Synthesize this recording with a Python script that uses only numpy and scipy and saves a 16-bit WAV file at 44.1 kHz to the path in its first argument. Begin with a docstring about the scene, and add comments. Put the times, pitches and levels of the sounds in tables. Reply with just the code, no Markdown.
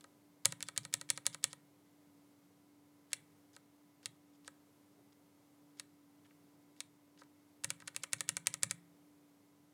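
"""At a desk in a small room, one finger works a key of a bare mechanical keyboard on a mat: fast bursts, slow strokes.
From 7.4 s another switch sits in the board. Grainy noise scrapes as each stem travels; damped modes and a short
noise rattle sound when it strikes the plate or knocks its top housing. Echoes and a diffuse tail answer the switch.
Low modes thud in the desk and a faint low rustle passes once.
Behind lie coloured noise for fan and microphone hiss, and wavering sine tones from the fan far off."""
import sys
import numpy as np
from scipy import signal
from scipy.fft import rfft, irfft, next_fast_len
from scipy.io import wavfile
from scipy.ndimage import uniform_filter1d, map_coordinates

SR = 44100
rng = np.random.default_rng(int(sys.argv[2]) if len(sys.argv) > 2 else 0)


def pcm_store(signal):
    """Save signal as 16-bit PCM."""
    levels = np.round(np.clip(np.atleast_2d(signal), -1, 1) * 32767)
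    wavfile.write(sys.argv[1], SR, levels.astype(np.int16).T)


def makeup_ratio(level_db):
    """Linear amplitude ratio for a level in decibels (20 dB per factor of ten)."""
    decades = np.asarray(level_db, float) / 20
    return 10 ** decades


N = 429093  # length in samples

# Key pushed down until the stem strikes the plate. Each row: strike in seconds, peak of the blow in dB,
# travel time in seconds, fingertip landing peak in dB, push on the desk in dB.
PRESSES = [(.4557, -8.5, .0066, -50, -48.5), (.6267, -23.5, .021, -36, -62), (.777, -16.5, .0142, -40, -51),
           (.9396, -14.5, .012, -42, -56), (1.1022, -12.5, .0122, -41, -55), (1.2658, -13, .011, -42, -55),
           (1.4411, -12.5, .013, -52, -57.5), (3.1318, -17.5, .027, -62, -66), (4.058, -24, .028, -54, -63),
           (5.7974, -28.5, .027, -64, -70), (6.8044, -26.5, .04, -60, -75), (7.6446, -19, .007, -36, -51),
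           (7.8212, -46, .019, -44.5, -63), (7.9635, -22.5, .016, -45, -63), (8.1323, -15, .01, -50, -52.5),
           (8.2907, -15, .012, -52, -53.5), (8.4701, -13.5, .011, -52, -54),
           (8.6328, -11.5, .009, -44, -47)]
# Key let go until the stem knocks the top housing. Each row: knock in seconds, peak of the blow in dB,
# travel time in seconds, scrape rms before its fades in dB, case share in dB.
RELEASES = [(.042, -43, .01, -80, 19), (.5231, -26.5, .023, -63, 7.5), (.6863, -27, .021, -62.5, 8.5),
            (.851, -30.5, .021, -63, 6.5), (1.013, -29, .018, -70, 6.5), (1.1756, -27.5, .02, -62, 8.5),
            (1.3457, -29.5, .02, -59, 8.5), (1.5304, -32.5, .03, -66, 8.5), (3.5647, -41, .035, -70, 15),
            (4.478, -33.5, .026, -68, 15), (7.2173, -45.5, .034, -68, 34), (7.7041, -20, .014, -61, 2.5),
            (7.8754, -32.5, .015, -70.5, 5.5), (8.035, -27, .013, -63, -2), (8.2071, -20, .027, -64.5, 1.5),
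            (8.3683, -20, .018, -70, 1.5), (8.5405, -21, .015, -64, .6), (8.7104, -18, .015, -58.5, -1.1)]
# Colour of plastic friction. Each row: frequency in Hz, relative level per Hz in dB.
FRICTION = [(600, -19), (1500, 4), (2500, 2.5), (4500, .6), (7000, -2), (9300, -4.5), (11000, -11.5),
            (16000, -26)]
SWAP_S = 7.4  # from here on another switch sits in the board


def unit(x):
    """Scale to rms 1."""
    return x / np.sqrt(np.mean(x ** 2) + 1e-20)


def along(points, hz):
    """Read a curve of (Hz, value) points on a log frequency axis."""
    f, value = np.transpose(points)
    return np.interp(np.log(hz + 1), np.log(f + 1), value)


def wobble(rate):
    """A smooth random curve with rate knots a second."""
    knots = rng.standard_normal(int(N * rate / SR) + 4)
    return map_coordinates(knots, [np.arange(N) * rate / SR])


def noise(gain_db, count):
    """White noise coloured by gain_db(Hz)."""
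    m = next_fast_len(count)
    spectrum = rfft(rng.standard_normal(m))
    return irfft(spectrum * makeup_ratio(gain_db(np.fft.rfftfreq(m, 1 / SR))), m)[:count]


def ring(modes, tilt_db, spread_db, detune, rise_turns, length):
    """Damped modes set off together, each a little off in strength and pitch; low ones take longer to swell."""
    hz, db, t60 = np.transpose(modes)[:, :, None]
    strength_luck, pitch_luck = rng.standard_normal((2, len(modes), 1))
    t = np.arange(round(length * SR)) / SR
    decay = makeup_ratio(db + tilt_db(hz) + spread_db * strength_luck - 60 * t / t60)
    swell = 1 - np.exp(-t * hz / rise_turns)
    tones = np.sin(2 * np.pi * hz * (1 + detune * pitch_luck) * t)
    return np.sum(decay * swell * tones, axis=0)


def add(track, s, sound):
    """Mix a sound in at time s."""
    track[round(s * SR):][:len(sound)] += sound


def background():
    """Broad fan noise and hiss, with faint unsteady motor tones and one strong wavering tone."""
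    # Fan noise and hiss. Each row: frequency in Hz, relative level per Hz in dB.
    air_colour = [(20, -58), (55, -32), (80, -27), (100, -7), (125, -12.5), (160, -6.5), (230, -12),
                  (400, -14), (600, -16.5), (1000, -21), (1900, -28.5), (2150, -28), (2400, -29.5),
                  (8000, -31.5), (14800, -32.5), (16200, -41)]
    # Faint motor tones. Each row: frequency in Hz, mid level in dB rms.
    faint_tones = [(398.4, -89), (899.0, -98), (1001, -90), (1260, -95), (2003, -94), (2159, -93)]
    air = noise(lambda hz: along(air_colour, hz), N)
    above = signal.sosfilt(signal.butter(4, 600, "high", fs=SR, output="sos"), air)
    air = air / np.std(above)
    air = air * makeup_ratio(-75 + .4 * wobble(3))  # about -75 dB rms above 600 Hz
    strong_hz = 291.5 + 1.5 * wobble(12)
    strong_db = -69 + 1.6 * wobble(5)  # rms
    strong = makeup_ratio(strong_db) * np.sin(2 * np.pi * np.cumsum(strong_hz) / SR)
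    t = np.arange(N) / SR
    faint = np.zeros(N)
    for hz, db in faint_tones:
        level = makeup_ratio(db + 1.16 * wobble(8.8))
        faint += level * np.sin(2 * np.pi * hz * t + .8 * wobble(7.2))
    return air + np.sqrt(2) * (strong + faint)  # sine of rms 1 peaks at root 2


def rustle():
    """A faint low rustle: noise that falls off on both sides of its centre and swells and fades once."""
    # One row: start in seconds, end in seconds, rms before the fades in dB, centre in Hz.
    start, end, db, centre_hz = (4.97, 5.03, -68.5, 400)
    track = np.zeros(N + SR)
    count = round((end - start) * SR)
    grain = unit(noise(lambda hz: -30 * np.abs(np.log((hz + 1) / centre_hz)), count))
    add(track, start, makeup_ratio(db) * grain * np.hanning(count))
    return track[:N]


def desk():
    """A push gives a short low knock and sets longer desk modes ringing; letting go pushes more gently."""
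    # Desk top. Each row: frequency in Hz, relative level in dB, t60 in seconds.
    desk_modes = [(118, 5, .16), (144.5, -1, .6), (169.5, -5.5, 0.94), (204, -3.5, 0.14)]
    release_db, ring_db = -10, -2.5  # release under the push of its press; trim of the modes at 130-190 Hz
    track = np.zeros(N + SR)
    pushes = [(row[0], row[-1]) for row in PRESSES]
    for s, *_ in RELEASES:
        earlier = [row for row in PRESSES if row[0] < s]
        if earlier:
            pushes.append((s, earlier[-1][-1] + release_db))
    for s, knock_db in pushes:
        share = lambda hz: knock_db + ring_db * ((hz > 130) & (hz < 190))
        add(track, s, ring(desk_modes, share, spread_db=1.5, detune=.008, rise_turns=.85, length=.9))
    return track[:N]


def room(sound):
    """Direct sound, near echoes, and a fresh diffuse tail that dies band by band."""
    # Desk, near objects and walls. Each row: delay in seconds, level against the direct sound in dB.
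    reflections = [(.0006, -11.5), (.0031, -34), (.0045, -23.5), (0.0119, -26.5), (0.027, -39.5),
                   (.033, -36)]
    # Diffuse tail. Each row: frequency in Hz, t60 in seconds, relative level in dB.
    tail_bands = [(300, .3, 0), (1300, .3, 2), (2000, 0.42, 3), (2590, 0.21, -5.5), (3300, 0.29, 6.5),
                  (4270, 0.18, -4.5), (6000, 0.17, -2.5), (9300, .25, -1.5), (14000, 0.086, -1.5)]
    hz, t, z = signal.stft(rng.standard_normal(SR // 3), SR, nperseg=128)
    centre, t60, db = np.transpose(tail_bands)
    t60 = np.interp(hz, centre, t60)[:, None]
    db = np.interp(hz, centre, db)[:, None]
    tail = signal.istft(z * makeup_ratio(db - 60 * t / t60), SR, nperseg=128)[1]
    tail = tail * np.clip(np.arange(len(tail)) / (0.0029 * SR), 0, 1)  # reflections build up
    answer = makeup_ratio(-21.5) * tail / np.linalg.norm(tail)
    add(answer, 0, [1])  # direct sound
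    for s, echo_db in reflections:
        add(answer, s, makeup_ratio([echo_db]))
    return signal.fftconvolve(sound, answer)


def contact(peak_db, case_db, plate_db, housing_db, rattle_db):
    """A plastic contact rings the keyboard; loose parts rattle on for some milliseconds."""
    # Case below, housing in the middle, cap on top. Each row: frequency in Hz, relative level in dB, t60 in seconds.
    keyboard_modes = [(550, -33, 0.056), (810, -37, .04), (978.2, -29.5, 0.035), (1280, -27, .028),
                      (1567, -27.5, 0.02), (1900, -28, 0.034), (2330, -17, 0.014), (2672, -21, 0.016),
                      (3700, -21, 0.004), (4065, -22.5, 0.012), (4300, -8.5, 0.0069), (5100, -22, .008),
                      (5920, -11.5, 0.003966), (6670, -6, .004), (7380, -13, 0.007), (7780, 1, 0.0028),
                      (9000, -23, 0.036), (9350, -30, 0.045), (9146, -12, .007), (9600, -20, .014),
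                      (12300, -15, 0.0027), (13700, -24, 0.0027)]
    soft_db = -.4 * max(case_db, 0)  # a soft, case-heavy blow loses its top
    shares = [(1600, case_db), (2200, plate_db), (2800, plate_db), (3500, housing_db), (5800, housing_db),
              (6800, 0.0032), (10000, 0), (12000, soft_db)]
    tilt = lambda hz: along(shares, hz)
    blow = ring(keyboard_modes, tilt, spread_db=1.2, detune=.005, rise_turns=0.91, length=.08)
    t = np.arange(len(blow)) / SR
    rattle = unit(noise(lambda hz: along(FRICTION, hz) + tilt(hz), len(t)))
    rattle = rattle * makeup_ratio(-60 * t / 0.024) * (1 - np.exp(-t / 0.00058))  # t60 24 ms, quick swell
    return makeup_ratio(peak_db) * (blow / np.max(np.abs(blow)) + makeup_ratio(rattle_db) * rattle)


def slide(length, db, body_db):
    """Grainy friction: noise in uneven bursts while the stem travels."""
    count = max(round(length * SR), 64)
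    body = [(2500, body_db), (5000, 3), (8000, -2)]
    rub = noise(lambda hz: along(FRICTION, hz) + along(body, hz), count)
    bursts = makeup_ratio(4 * unit(uniform_filter1d(rng.standard_normal(count), size=40)))
    return makeup_ratio(db) * unit(rub * bursts) * signal.windows.tukey(count, .25)


def stop(s, peak_db, case_db, rattle_db, slowing=0):
    """An end stop: plate and housing speak more the duller the blow, and a slow press fills them out."""
    plate_db = .8 + .35 * case_db + 2.8 * slowing
    housing_db = .3 + .27 * case_db + 2.8 * slowing
    if s > SWAP_S:  # colour of the second switch over the first
        plate_db, housing_db, rattle_db = plate_db + 2, housing_db - 2, rattle_db + 3
    return contact(peak_db, case_db, plate_db, housing_db, rattle_db)


def press(track, s, peak_db, travel, landing_db):
    """The fingertip lands, the stem scrapes down and strikes the plate; weak blows carry more case."""
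    firm_db, firm_travel_s = -13, .012  # a firm press, the yardstick here
    slowing = np.log2(travel / firm_travel_s)  # doublings of travel time
    case_db = -3 + .026 * min(peak_db - firm_db, 0) ** 2 - 2.5 * slowing
    scrape_db = -53.5 - 14 * slowing
    if s > SWAP_S:
        scrape_db -= 6  # the second switch is smoother
    landing = contact(landing_db, case_db=10, plate_db=10, housing_db=2.1, rattle_db=-10)
    add(track, s - travel, room(landing))
    add(track, s - travel, room(slide(travel, scrape_db, body_db=-5)))
    add(track, s, room(stop(s, peak_db, case_db, -20 + 4.5 * slowing, slowing)))


def release(track, s, peak_db, travel, scrape_db, case_db):
    """The stem slides back up and knocks its top housing."""
    add(track, s - travel, room(slide(travel, scrape_db, body_db=-9)))
    add(track, s, room(stop(s, peak_db, case_db, rattle_db=-19)))


def switch():
    """All contacts and travel of the switch, each heard through the room."""
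    # Stray ticks of cap, fingertip and rebounding stem. Each row: start in seconds, peak of the blow in dB,
    # case share in dB, housing share in dB.
    ticks = [(0.0089, -47.5, 2, 5), (3.1186, -49, 12, 3), (4.4469, -54, 8, 7.5), (6.308, -60, 30, 5),
             (7.1759, -56, 20, 13), (7.235, -56, 9, 7), (7.8788, -29.5, 5, 1), (8.037, -25.5, 6.5, 0)]
    # The stem creeps without reaching a stop. Each row: start in seconds, length in seconds,
    # rms before the fades in dB, body in dB.
    creeps = [(4.33, .04, -78.5, -8), (5.123, .009, -71.5, -4), (6.245, .024, -73, 7)]
    track = np.zeros(N + SR)
    for s, peak_db, travel, landing_db, _ in PRESSES:
        press(track, s, peak_db, travel, landing_db)
    for s, peak_db, travel, scrape_db, case_db in RELEASES:
        release(track, s, peak_db, travel, scrape_db, case_db)
    for s, peak_db, case_db, housing_db in ticks:
        add(track, s, room(contact(peak_db, case_db, case_db, housing_db, rattle_db=-10)))
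    for start, length, db, body_db in creeps:
        add(track, start, room(slide(length, db, body_db)))
    return track[:N]


def scene():
    """Everything reaches one microphone, whose low cut trims the thuds."""
    low_cut = signal.butter(3, 68, "high", fs=SR, output="sos")
    near = signal.sosfilt(low_cut, switch() + desk() + rustle())
    return np.tile(near + background(), (2, 1))


def top_cut(x):
    """Nothing passes above the cut-off."""
    return signal.sosfilt(signal.butter(12, 16830, fs=SR, output="sos"), x)


def record(dry):
    """Left and right differ by a faint smear that follows the sound."""
    smear = rng.standard_normal(400) * makeup_ratio(-np.arange(400) / 20)  # 1 dB down every 20 samples
    side = makeup_ratio(-34) * signal.fftconvolve(dry[0], smear / np.linalg.norm(smear))[:N]
    return top_cut(dry + [side, -side])


dry = scene()
out = record(dry)
pcm_store(out)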